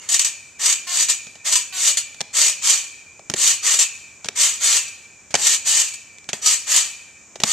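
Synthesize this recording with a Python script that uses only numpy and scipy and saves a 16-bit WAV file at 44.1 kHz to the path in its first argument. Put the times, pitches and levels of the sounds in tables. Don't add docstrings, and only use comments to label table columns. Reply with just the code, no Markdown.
import sys
import numpy as np
from scipy import signal
from scipy.fft import rfft, irfft, next_fast_len
from scipy.io import wavfile
from scipy.ndimage import uniform_filter1d

SR = 44100
rng = np.random.default_rng(int(sys.argv[2]) if len(sys.argv) > 2 else 0)


def digitize_waveform(pressure):
    field = np.atleast_2d(pressure).T
    bounded = np.clip(field, -1, 1)
    quanta = np.round(bounded * 32767).astype(np.int16)
    wavfile.write(sys.argv[1], SR, quanta)


N = 331632
TIME = np.arange(N) / SR


# start, swell time, hold time and fade time in seconds,
# hiss level in dB, frame level in dB. 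A fade time (t60) is how long a sound takes to drop by 60 dB.
STROKES = [(0.0, 0.023, 0.076, .25, -45.5, -49), (0.085, .045, .015, 0.18, -16.5, -36.5),
           (0.586, 0.072, 0.057, 0.24, -17.5, -31), (0.866, 0.15, 0.015, 0.17, -16, -32.5),
           (1.441, 0.031, 0.022, 0.28, -20, -33), (1.512, 0.022, 0.035, 0.2, -16, -31.5),
           (1.732, 0.15, 0.019, 0.17, -15.5, -32.5), (2.328, 0.054, 0.098, 0.23, -15.5, -30.5),
           (2.613, 0.059, 0.068, 0.32, -16, -31), (3.351, 0.088, 0.07, .22, -15, -31),
           (3.62, 0.05, 0.079, 0.23, -16.5, -30.5), (3.782, 0.015, 0.027, 0.15, -14, -29.5),
           (4.35, 0.064, 0.042, 0.36, -15, -30), (4.6, 0.054, 0.1, 0.31, -16, -30.5),
           (5.361, 0.11, 0.075, 0.15, -16, -31.5), (5.645, 0.036, 0.12, 0.34, -16.5, -31.5),
           (6.325, .01, .005, 0.24, -32.5, -38), (6.413, 0.079, 0.043, 0.2, -16, -33),
           (6.661, 0.068, 0.054, 0.35, -16, -29.5), (7.441, 0.11, .05, .25, -14.5, -29.5)]
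# start in seconds, rattle level in dB, fade time in seconds,
# twang level in dB.
JERKS = [(0.088, -18.5, 0.27, -51), (0.142, -11.5, 0.17, -47), (0.193, -9, 0.09, -39),
         (0.213, -16.5, 0.15, -46), (0.245, -15, 0.21, -46), (.657, -11, .15, -41), (0.689, -13, 0.22, -42),
         (.724, -13, 0.14, -41), (1.084, -16.5, 0.28, -48), (1.096, -11.5, 0.18, -43),
         (1.524, -10, .14, -33), (1.872, -11, 0.24, -48), (1.970, -13.5, 0.16, -44),
         (2.413, -10, 0.22, -31), (2.695, -9.5, 0.23, -46), (3.474, -8.5, 0.14, -37),
         (3.789, -12.5, .16, -29), (4.411, -10, .25, -41), (4.765, -12, 0.17, -33),
         (4.879, -27, 0.074, -55), (5.466, -7.5, 0.13, -41), (5.779, -14.5, 0.09, -42),
         (5.798, -10, .15, -33.5), (5.88, -25, 0.13, -57), (5.936, -28, 0.12, -50), (6.459, -10, 0.37, -38),
         (6.761, -10.5, 0.32, -36)]

def springs(jerk_body_db=-17, split_hz=2500):
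    hiss, body, t = np.zeros((1, N)), np.zeros((1, N)), TIME[None, :SR]
    for start, swell_s, hold_s, t60, hiss_db, body_db in STROKES:
        add(hiss, start, undb(hiss_db) * stroke_level(t, swell_s, hold_s, t60, depth_db=17.5))
        add(body, start, undb(body_db) * stroke_level(t, swell_s, hold_s, t60, depth_db=11))
    for start, db, t60, _ in JERKS:
        flare = undb(db) * fade(TIME - start, t60) * np.clip((TIME - start) / .002, 0, 1)
        hiss = np.maximum(hiss, flare)
        body = np.maximum(body, flare * undb(jerk_body_db))
    grind = grinding(count=22)
    low = signal.sosfiltfilt(signal.butter(4, split_hz, fs=SR, output="sos"), grind)
    high = grind - low
    return body * level(low) + hiss * high / np.std(high.mean(axis=0))


def twang(rest_hz=2520, taut_hz=2760, sag_s=.14, spread=.022, t60=0.66, count=8):
    out, t = np.zeros((2, N)), TIME[:SR]
    cycles = np.cumsum(rest_hz + (taut_hz - rest_hz) * np.exp(-t / sag_s)) / SR
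    for start, _, _, db in JERKS:
        detune, phase = rng.standard_normal((count, 2)).T[:, :, None]
        coils = np.sin(2 * np.pi * (cycles * (1 + spread * detune) + phase)).sum(axis=0, keepdims=True)
        add(out, start, level(coils, db) * fade(t, t60) * np.minimum(t / 0.013, 1))
    return out


def stroke_level(t, swell_s, hold_s, t60, depth_db, bite_s=0.013):
    swell = undb(-depth_db * np.clip(1 - t / swell_s, 0, 1) ** 1.46)
    after_hold = np.maximum(t - swell_s - hold_s, 0)
    last_slips = undb(-21) * fade(after_hold, t60=.42)
    release = np.maximum(fade(after_hold, t60), last_slips)
    return np.clip(t / bite_s, 0, 1) * swell * release


# frequency in Hz, boost or cut in dB.
GRIND_TONE = [(150, -69), (250, -33.5), (516, -26), (930, -24.5), (1140, -16.5), (1520, -24), (1790, -14.5),
              (2350, -13.5), (3830, -6), (4450, -2), (5100, -4.5), (6790, 3.5), (8170, 3.5), (9500, -13.5),
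              (14000, -21.5)]

def grinding(count):
    hooks = colour(sum(hook(slip_hz) for slip_hz in rng.uniform(60, 260, count)), GRIND_TONE)
    power = uniform_filter1d(np.mean(hooks ** 2, axis=0), size=1200)
    return hooks / np.sqrt(power + 1e-12)


def hook(slip_hz, jitter=.25, scatter_db=4.5, grip_db=6, spacing_hz=260, uneven_db=4, modes=56):
    gap_chance, size_chance = rng.standard_normal((5000, 2)).T
    times = np.cumsum(np.exp(jitter * gap_chance)) / slip_hz
    grip = np.interp(times, np.linspace(0, N / SR, 160), rng.standard_normal(160))
    sizes = undb(scatter_db * size_chance + grip_db * grip)
    slips = np.bincount((times * SR).astype(int), sizes, N)[:N]
    t = TIME[:SR // 8]
    shift, strength, phase, skew = rng.standard_normal((modes, 4)).T[:, :, None]
    hz = spacing_hz * (np.arange(modes)[:, None] + 2 + shift / 2)
    apart = skew * gain_at(STEREO_WIDTH, SR)[np.clip(hz, 0, SR // 2).astype(int)]
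    angle, gains = 2 * np.pi * (hz * t + phase), undb(uneven_db * strength)
    coil = np.array([np.sum(gains * np.sin(angle + side * apart), axis=0) for side in (1, -1)])
    tick = stereo_noise(len(t)) * fade(t, t60=0.0029)
    return through(slips, tick + level(coil, db=-7) * fade(t, t60=.1))


# pitch in Hz, relative level in dB.
COIL_TONES = [(1855, -23), (2793, -13), (3048, 10), (3314, 9), (4410, -12), (4822, -16), (5440, -7),
              (6303, -16), (6620, -18), (6774, 15.5), (6890, 13), (7229, -18), (7476, -3), (7678, -30),
              (7973, 18)]
# centre in Hz, width in Hz, relative level in dB,
# fade time in seconds.
RING_BANDS = [(1576, 19, -18.5, 1), (1820, 15, -26.5, 2.4), (2331, 46, -12.5, 2.95), (2401, 30, -5.5, 1.63),
              (2530, 27, -5, 1.37), (2480, 260, 2.5, 0.54), (2850, 91, 9, 0.23), (6780, 300, 9, 0.5),
              (7700, 230, -12, 0.2)]

def coil_ring(creak):
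    strength = np.sqrt(np.abs(uniform_filter1d(creak.mean(axis=0) ** 2, size=200)))
    shaking = rng.standard_normal(N)
    short_bands = [(hz, 50, db, .18) for hz, db in COIL_TONES]
    short_ring = coil_clusters(strength * shaking, short_bands)
    opening_push = undb(-18) * fade(TIME, t60=.03)
    long_ring = coil_clusters((strength + opening_push) * shaking, RING_BANDS)
    return level(short_ring, db=-32.5) + level(long_ring, db=-34.5)


def coil_clusters(drive, bands):
    t, response = TIME[:2 * SR], 0
    bin_hz = np.arange(len(t) // 2 + 1) * SR / len(t)
    for hz, width, db, t60 in bands:
        band = np.exp(-2 * ((bin_hz - hz) / width) ** 2)
        cluster = irfft(rfft(stereo_noise(len(t))) * band)
        response = response + level(cluster, db) * fade(t, t60)
    return through(drive, response)


# start and length in seconds, first and last pitch in Hz, level in dB.
SQUEALS = [(0.867, 0.054, 354.5, 358, -33.5), (0.922, 0.043, 355, 354, -34.5),
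           (1.723, 0.087, 379, 366, -34.5)]

def squeals(jitter=0.0075):
    out, t = np.zeros((2, N)), TIME[:SR // 50]
    tone_hz_db = [(300, -17), (700, -2.5), (1100, 2.5), (1800, 6), (4300, 8.0), (9000, -7)]
    for start, length, start_hz, end_hz, db in SQUEALS:
        n = int(length * SR)
        wobble = np.repeat(rng.standard_normal(n), SR // 400)[:n]
        hz = np.linspace(start_hz, end_hz, n) * (1 + jitter * wobble)
        slips = np.diff(np.floor(np.cumsum(hz) / SR), prepend=0)
        note = through(slips, stereo_noise(len(t)) * fade(t, t60=0.021))
        add(out, start, level(colour(note, tone_hz_db), db))
    return out


# start in seconds, levels of crack, mat thump and wood in dB,
# favoured wood pitch in Hz, fade time of the crack in seconds.
KNOCKS = [(1.268, -49.5, -55, -62, 575, .025), (1.354, -50.5, -62, -60, 710, 0.06),
          (2.144, -51, -67, -68.5, 560, 0.028), (2.206, -33, -53, -42, 540, 0.012),
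          (2.212, -31.5, -47.5, -47.5, 624, 0.015), (3.193, -56, -65, -52, 650, 0.024),
          (3.2987, -31, -36.5, -56, 635, 0.019), (3.314, -45, -56, -54, 510, 0.063),
          (3.338, -29, -39, -39, 390, 0.026), (4.2447, -39, -58, -50, 820, 0.029),
          (4.256, -40.5, -46, -55, 1000, 0.071), (4.286, -29.5, -51, -43.5, 440, 0.013),
          (5.306, -44.5, -54, -62, 635, 0.16), (5.341, -23.5, -38, -28.5, 680, 0.035),
          (5.3516, -21.5, -39, -34.5, 634, 0.044), (6.184, -51.5, -66, -81, 440, 0.0078),
          (6.242, -55, -74, -75, 430, 0.022), (6.289, -33.5, -48, -46, 830, 0.063),
          (6.331, -29.5, -42, -40, 544, 0.021), (7.356, -44.5, -78, -46, 530, 0.045),
          (7.401, -36.5, -49, -47, 467, 0.037), (7.417, -44, -52, -52, 604, 0.067),
          (7.4354, -19.5, -33, -29.5, 1130, 0.023)]
# pitch in Hz, relative level in dB, fade time in seconds.
WOOD_TONES = [(380, -1, 0.044), (454, 1, 0.025), (570, 4, 0.021), (690, 1.5, 0.033), (816, 2, 0.032),
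              (1120, 12.5, 0.0072), (1280, 5.5, 0.015)]
# frequency in Hz, boost or cut in dB.
CRACK_TONE = [(600, -16), (1500, 4), (2200, 7.5), (3400, 6.5), (5000, 3.5), (6600, 9), (8000, 3.5),
              (9500, -7), (14000, -29)]
RUSTLE_TONE = [(30, -31), (80, -7), (170, -38), (230, -1.5), (300, -12), (600, -13.5), (2000, -34)]

def deck(mat_hz=165, rise_s=0.00074, slap_s=0.0012, focus=1.4, low_cut_hz=110):
    out, t = np.zeros((2, N)), TIME[:SR // 12]
    for start, crack_db, thump_db, wood_db, favoured_hz, crack_t60 in KNOCKS:
        tuning = 1 + 0.025 * rng.standard_normal(len(WOOD_TONES))
        wood = 0
        for k, (hz, db, t60) in enumerate(WOOD_TONES):
            gain = undb(db) / (1 + (focus * np.log2(hz / favoured_hz)) ** 2)
            wood += gain * (-1) ** k * np.sin(2 * np.pi * hz * tuning[k] * t) * fade(t, t60)
        crack_shape = fade(np.maximum(t - slap_s, 0), crack_t60) * np.minimum(t / rise_s, 1)
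        crack = colour(stereo_noise(len(t)), CRACK_TONE) * crack_shape
        rustle = colour(stereo_noise(len(t)), RUSTLE_TONE) * fade(t, 0.06) * np.minimum(t / 0.0013, 1)
        thump = level(np.sin(2 * np.pi * mat_hz * t) * fade(t, t60=0.018)) + level(rustle, db=-3)
        add(out, start, level(wood, wood_db) + level(crack, crack_db) + level(thump, thump_db))
    return signal.sosfilt(signal.butter(2, low_cut_hz, "high", fs=SR, output="sos"), out)


# frequency in Hz, boost or cut in dB.
ECHO_TONE = [(200, 7.2), (1000, 8.5), (2600, 6), (4000, 7.4), (5500, 4.8), (7000, 2.1), (9000, 3.5),
             (14000, 1.5)]

def trees(x, t60=0.86, build_s=0.0033, gain_db=-21.5):
    t = TIME[:SR]
    response = stereo_noise(len(t)) * fade(t, t60) * (1 - np.exp(-t / build_s))
    return undb(gain_db) * colour(through(x.mean(axis=0), response), ECHO_TONE)


# frequency in Hz, boost or cut in dB.
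GARDEN_TONE = [(20, -22), (45, -8), (80, 3), (160, -1.5), (400, -4), (1000, -7.5), (2000, -9), (4500, -18),
               (7000, 3), (8200, -7.5), (10000, -34), (14000, -29)]

def garden(db=-49, sway_db=1):
    sway = np.interp(TIME, np.linspace(0, N / SR, 20), rng.standard_normal(20))
    return level(colour(stereo_noise(N), GARDEN_TONE), db) * undb(sway_db * sway)


# frequency in Hz, dB of the unlike part over the shared part.
STEREO_WIDTH = [(60, -13), (300, -12.5), (1400, -22), (3000, -14), (4500, -5.5), (8000, -3.5),
                (10000, -6.5)]

def stereo_noise(n):
    mid, side = rng.standard_normal((2, n))
    side = colour(side, STEREO_WIDTH)
    return np.array([mid + side, mid - side])


def undb(db):
    return 10 ** (np.asarray(db) / 20)


def level(x, db=0):
    return x * undb(db) / np.sqrt(np.mean(x ** 2))


def gain_at(points, n):
    hz, db = np.transpose(points)
    return undb(np.interp(np.log(np.arange(n // 2 + 1) * SR / n + 1), np.log(hz), db))


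def colour(x, points):
    n = next_fast_len(x.shape[-1])
    return irfft(rfft(x, n) * gain_at(points, n), n)[..., :x.shape[-1]]


def fade(t, t60):
    return (t >= 0) * np.exp(-np.log(1000) * np.maximum(t, 0) / t60)


def through(x, response):
    response = response / np.sqrt(np.sum(response ** 2) / 2)
    return signal.oaconvolve(np.atleast_2d(x), response, axes=-1)[:, :N]


def add(out, start, sound):
    i = max(int(start * SR), 0)
    out[:, i:i + sound.shape[-1]] += sound[:, :max(N - i, 0)]


def scene():
    creak = springs() + squeals()
    direct = creak + coil_ring(creak) + twang() + deck()
    return direct + trees(direct) + garden()


# frequency in Hz, left minus right in dB.
MIC_BALANCE = [(100, 0.9), (1000, 0.5), (4000, -0.5), (5500, -1), (6450, -8.5), (7100, 3.5), (8000, 14),
               (9500, 10.5), (14000, 20)]

def record(dry, ceiling=.92, top_hz=14300):
    ratio = gain_at(MIC_BALANCE, N)
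    gains = np.array([ratio, np.ones_like(ratio)]) * np.sqrt(2 / (1 + ratio ** 2))
    mics = irfft(rfft(dry) * gains, N)
    rounded = mics / (1 + (mics / ceiling) ** 6) ** (1 / 6)
    return signal.sosfilt(signal.ellip(10, .2, 80, top_hz, fs=SR, output="sos"), rounded)


dry = scene()
out = record(dry)
digitize_waveform(out)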